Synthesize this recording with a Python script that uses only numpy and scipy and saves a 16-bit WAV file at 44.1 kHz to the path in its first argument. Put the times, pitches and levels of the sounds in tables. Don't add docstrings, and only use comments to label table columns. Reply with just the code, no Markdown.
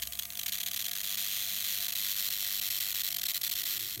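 import sys
import numpy as np
from scipy import signal
from scipy.fft import rfft, irfft
from scipy.io import wavfile
from scipy.ndimage import uniform_filter1d

SR = 44100
rng = np.random.default_rng(int(sys.argv[2]) if len(sys.argv) > 2 else 0)


def persist_wave(psi):
    counts = np.round(np.clip(psi, -1, 1) * 32767).astype(np.int16)
    wavfile.write(sys.argv[1], SR, np.atleast_2d(counts).T)


N = 176400

# (frequency [Hz], relative level [dB])
ROOM_COLOUR = [(25, -28), (42, -4), (58, 1.5), (85, 1), (135, -8.5), (170, -2), (225, -5), (265, -5.5),
               (335, -15), (450, -12), (600, -13), (850, -19)]
# (frequency [Hz], relative level [dB])
RUMBLE_COLOUR = [(30, -19), (70, -10), (105, 5), (200, -15), (300, -3), (375, -3.5), (430, -16.5),
                 (1000, -49)]
# (time [s], level [dB])
RUMBLE_SWELL = [(3.1, -77.5), (3.72, -64), (3.85, -56), (3.91, -69), (3.94, -66), (3.98, -49), (4, -47.5)]
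# (frequency [Hz], level before waver and fade [dB])
HUM_TONES = [(68.5, -74.5), (100, -70), (120, -74), (199.8, -68.5), (262, -85.5), (499.6, -83.5),
             (699.4, -67.5), (1000, -79.5), (1199, -73.5), (1498.6, -80)]
# (frequency [Hz], relative level [dB])
FAN_COLOUR = [(450, -23), (620, -13), (668, -2), (692, -1), (735, -13.5), (860, -30)]
# (time [s], gain [dB])
SUPPLY_FADE = [(3.35, 0.5), (4, -5)]
# (frequency [Hz], relative level [dB])
CASING_COLOUR = [(1000, -23.5), (1600, -16), (2400, -12.5), (3200, -16), (4000, -17), (5150, -19),
                 (6000, -15), (6650, -8), (7100, -19), (7850, -9.5), (8500, -6.5), (9200, -15.5),
                 (10300, -10.5), (10720, -3.5), (11100, -15.5), (11700, 1), (12400, -8.5), (13100, -10),
                 (13800, -37), (14400, -16), (14900, -3), (15300, -7), (15800, -7)]
# (time [s], level [dB])
HANDLE_LEVEL = [(0, -43.5), (1, -44.5), (3, -47), (3.5, -46.5), (4, -49.5)]
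# (start [s], end [s], strength [dB])
DISCHARGE_SPANS = [(.02, .04, 0.5), (.05, .06, -12), (.07, .08, -2.5), (.12, .14, -2.5), (.15, .16, -5.5),
                   (.17, .18, -9.5), (.19, .2, 2.5), (.22, .24, -4.5), (.25, .26, -4), (.3, .31, -6.5),
                   (.32, .34, -11), (.35, .36, -5.5), (.37, .38, -2.5), (.39, .4, -0.5), (.41, .42, -5.5),
                   (.43, .44, -1.5), (.46, .47, 0.5), (.48, .5, -1), (.52, .56, 0), (.56, .57, -8),
                   (.57, .58, -5), (.58, .59, 0.5), (.6, .62, .5), (.63, .64, 0.5), (.66, .69, -1.5),
                   (.69, .7, -10), (.71, .72, -1.5), (.73, .75, -2), (.76, .78, 0), (.79, .83, -1.5),
                   (.84, .87, -1), (.88, .89, -1.5), (.89, .9, -4.5), (.91, .92, -1.5), (.93, .94, -0.5),
                   (.95, 1.02, -3), (1.03, 1.16, -1.5), (1.17, 1.63, 0), (1.63, 1.64, -5), (1.64, 1.79, 0),
                   (1.79, 1.8, -6), (1.8, 1.87, 0), (1.88, 1.91, -0.5), (1.92, 1.94, -1.5), (1.95, 2.13, 0),
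                   (2.13, 2.16, -3.5), (2.16, 2.29, .3), (2.3, 2.6, -0.5), (2.61, 2.69, .5),
                   (2.7, 2.79, .5), (2.8, 2.85, 1), (2.85, 2.93, -.7), (2.94, 3.02, 0), (3.03, 3.09, 0),
                   (3.1, 3.13, -2.5), (3.14, 3.15, -2.5), (3.16, 3.17, 0), (3.18, 3.2, -2.5),
                   (3.21, 3.22, -0.5), (3.23, 3.24, 1.5), (3.25, 3.27, .3), (3.28, 3.32, 0.5),
                   (3.33, 3.34, -8), (3.34, 3.38, 0), (3.41, 3.42, 0), (3.43, 3.48, 1.5), (3.49, 3.5, 0),
                   (3.51, 3.54, 1), (3.55, 3.62, 0), (3.63, 3.64, 1), (3.65, 3.78, 1.5), (3.79, 3.96, 1),
                   (3.97, 3.98, -1.5), (3.99, 4, -0.5)]
# (time [s], relative spark level [dB], base burst length [ms])
FILM_PASS = [(0, -2, 5.17), (.55, -1.2, 5.2), (1.1, -1, 5.9), (1.45, -3, 6.2), (1.7, -1.65, 5.92),
             (2.1, -0.3, 5.77), (2.7, -1.5, 5.73), (3.3, .5, 5.4), (3.68, -2, 6), (3.82, -4, 5.4),
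             (4, -7, 5.3)]
# (frequency [Hz], relative level [dB])
EARLY_COLOUR = [(530, -43), (900, -26), (978, -18), (1120, -24), (1160, -15), (1260, -18.5), (1450, -15.5),
                (1780, -9), (1910, -8.5), (2390, -8), (2570, -4.5), (2800, -7.5), (3270, 1), (3680, -2.5),
                (4000, 0.5), (5200, -9.5), (6150, -4), (7010, -4.5), (7810, -15.5), (8490, -5),
                (10000, -18), (10900, -6), (12100, -2.5), (14900, -4.5), (15600, -9)]
# (frequency [Hz], relative level [dB])
LATE_COLOUR = [(530, -58), (900, -27.5), (978, -20), (1050, -22), (1300, -19.5), (1450, -17), (1560, -16.5),
               (1930, -9), (2340, -12), (2600, -7.5), (2860, -10.5), (3190, -2), (3590, -4.5), (4050, -1),
               (5080, -10.5), (5590, -4), (6080, -10.5), (6850, -8.5), (8090, -10), (9340, -14),
               (10400, -11.5), (11300, -9), (13000, -2), (14500, -4), (15600, -9.5)]

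BURST_HZ, FIRST_CREST_S = 99.92, .004
SPARK_HZ, SPARK_JITTER, CROWDING = 3693, .24, .93
SPARK_SCATTER_DB, BURST_SCATTER_DB, POLARITY_DB = 1.76, .91, .6
EDGE_DB = 2
RISE_DB = 1.5
RESTRIKE_DB = 1
LENGTH_SHARE = .55


def undb(db):
    return 10 ** (np.asarray(db) / 20)


def level(x, db):
    return x * undb(db) / np.sqrt(np.mean(x ** 2))


def curve(table, t, column=1):
    table = np.array(table)
    return np.interp(t, table[:, 0], table[:, column])


def wander(rate_hz):
    step = int(SR / rate_hz)
    return uniform_filter1d(np.repeat(rng.standard_normal(N // step + 1), step), step)[:N]


def colour(x, points, below=2, above=0):
    hz, db = np.array(points).T
    f = np.maximum(np.arange(N // 2 + 1) * SR / N, 1)
    spectrum = rfft(x)
    own_shape = np.sqrt(uniform_filter1d(abs(spectrum) ** 2, size=601))
    gain = undb(np.interp(np.log(f), np.log(hz), db))
    gain *= np.minimum(f / hz[0], 1) ** below * np.minimum(hz[-1] / f, 1) ** above
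    cepstrum = irfft(np.log(gain / own_shape + 1e-18), N)
    cepstrum[1:N // 2] *= 2
    cepstrum[N // 2 + 1:] = 0
    return irfft(spectrum * np.exp(rfft(cepstrum)), N)


def reflections(x, t60_s):
    t = np.arange(SR // 2) / SR
    response = rng.standard_normal(len(t)) * np.exp(-np.log(1000) * t / t60_s) * (1 - np.exp(-t * 2000))
    return signal.fftconvolve(x, response / np.linalg.norm(response))[:N]


def background(t):
    room = level(colour(rng.standard_normal(N), ROOM_COLOUR, above=1), db=-66)
    rumble = level(colour(rng.standard_normal(N), RUMBLE_COLOUR, above=.9), db=0)
    return room + rumble * undb(curve(RUMBLE_SWELL, t))


def supply_hum(t):
    tones = np.zeros(N)
    for hz, db in HUM_TONES:
        gain = undb(db + 2.5 * wander(rate_hz=21.99))
        tones += gain * np.sin(2 * np.pi * (hz * t + rng.random()))
    fan = level(colour(rng.standard_normal(N), FAN_COLOUR, above=1.22), db=-69)
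    drone = undb(-55.5) * np.exp(-t / .25) * np.sin(2 * np.pi * 66 * t)
    return (np.sqrt(2) * tones + fan) * undb(curve(SUPPLY_FADE, t)) + np.sqrt(2) * drone


def spark_bursts(crests, length_s, gain, max_sparks=48):
    wait, scatter = rng.standard_normal((2, len(crests), max_sparks))
    charge = (np.cumsum(np.exp(SPARK_JITTER * wait), axis=1) - .5) / (SPARK_HZ * length_s[:, None])
    place = 2 * np.minimum(charge, 1) - 1
    when_s = crests[:, None] + length_s[:, None] / 2 * np.arcsin(CROWDING * place) / np.arcsin(CROWDING)
    size_db = SPARK_SCATTER_DB * scatter + EDGE_DB * place ** 2 + RISE_DB * place
    size = (gain[:, None] * undb(size_db) * (charge < 1)).ravel()
    at = when_s.ravel() * SR
    clicks = np.zeros(N)
    for tap in range(-6, 7):
        i = at.astype(int) + tap
        pulse = size * np.sinc(i - at) * np.sinc((i - at) / 7)
        np.add.at(clicks, np.clip(i, 0, N - 1), pulse * (i >= 0) * (i < N))
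    return clicks


def handle_fizz(t, crests):
    even = np.ones(len(crests))
    clicks = spark_bursts(crests, length_s=.008 * even, gain=even)
    casing = colour(reflections(clicks, t60_s=.026), CASING_COLOUR)
    return level(casing, db=0) * undb(curve(HANDLE_LEVEL, t))


def corona(t, crests):
    lit, strength_db = np.zeros((2, len(crests)))
    for start, end, db in DISCHARGE_SPANS:
        inside = (crests > start) & (crests < end)
        lit[inside], strength_db[inside] = 1, db
    strength_db += RESTRIKE_DB * (np.diff(lit, prepend=0) > 0)
    strength_db += POLARITY_DB * (-1) ** np.arange(len(crests))
    strength_db += BURST_SCATTER_DB * rng.standard_normal(len(crests))
    length_s = curve(FILM_PASS, crests, column=2) / 1000 * undb(2 * LENGTH_SHARE * strength_db)
    length_s = np.minimum(length_s, .85 / BURST_HZ)
    gain = lit * undb(curve(FILM_PASS, crests) + (1 - LENGTH_SHARE) * strength_db)
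    clicks = spark_bursts(crests, length_s, gain)
    clicks += undb(-5.5) * reflections(clicks, t60_s=.014)
    early = level(colour(clicks, EARLY_COLOUR), db=0)
    late = level(colour(clicks, LATE_COLOUR), db=0)
    blend = np.interp(t, [1.2, 2.4], [0, 1])
    return level((1 - blend) * early + blend * late, db=-34)


def scene():
    t = np.arange(N) / SR
    crests = np.arange(FIRST_CREST_S, N / SR, 1 / BURST_HZ)
    near = corona(t, crests) + handle_fizz(t, crests)
    walls = undb(-15) * reflections(near, t60_s=.17)
    return (near + walls + supply_hum(t) + background(t))[None]


def record(dry):
    return signal.sosfilt(signal.ellip(10, .2, 70, 15900, fs=SR, output="sos"), dry)


dry = scene()
out = record(dry)
persist_wave(out)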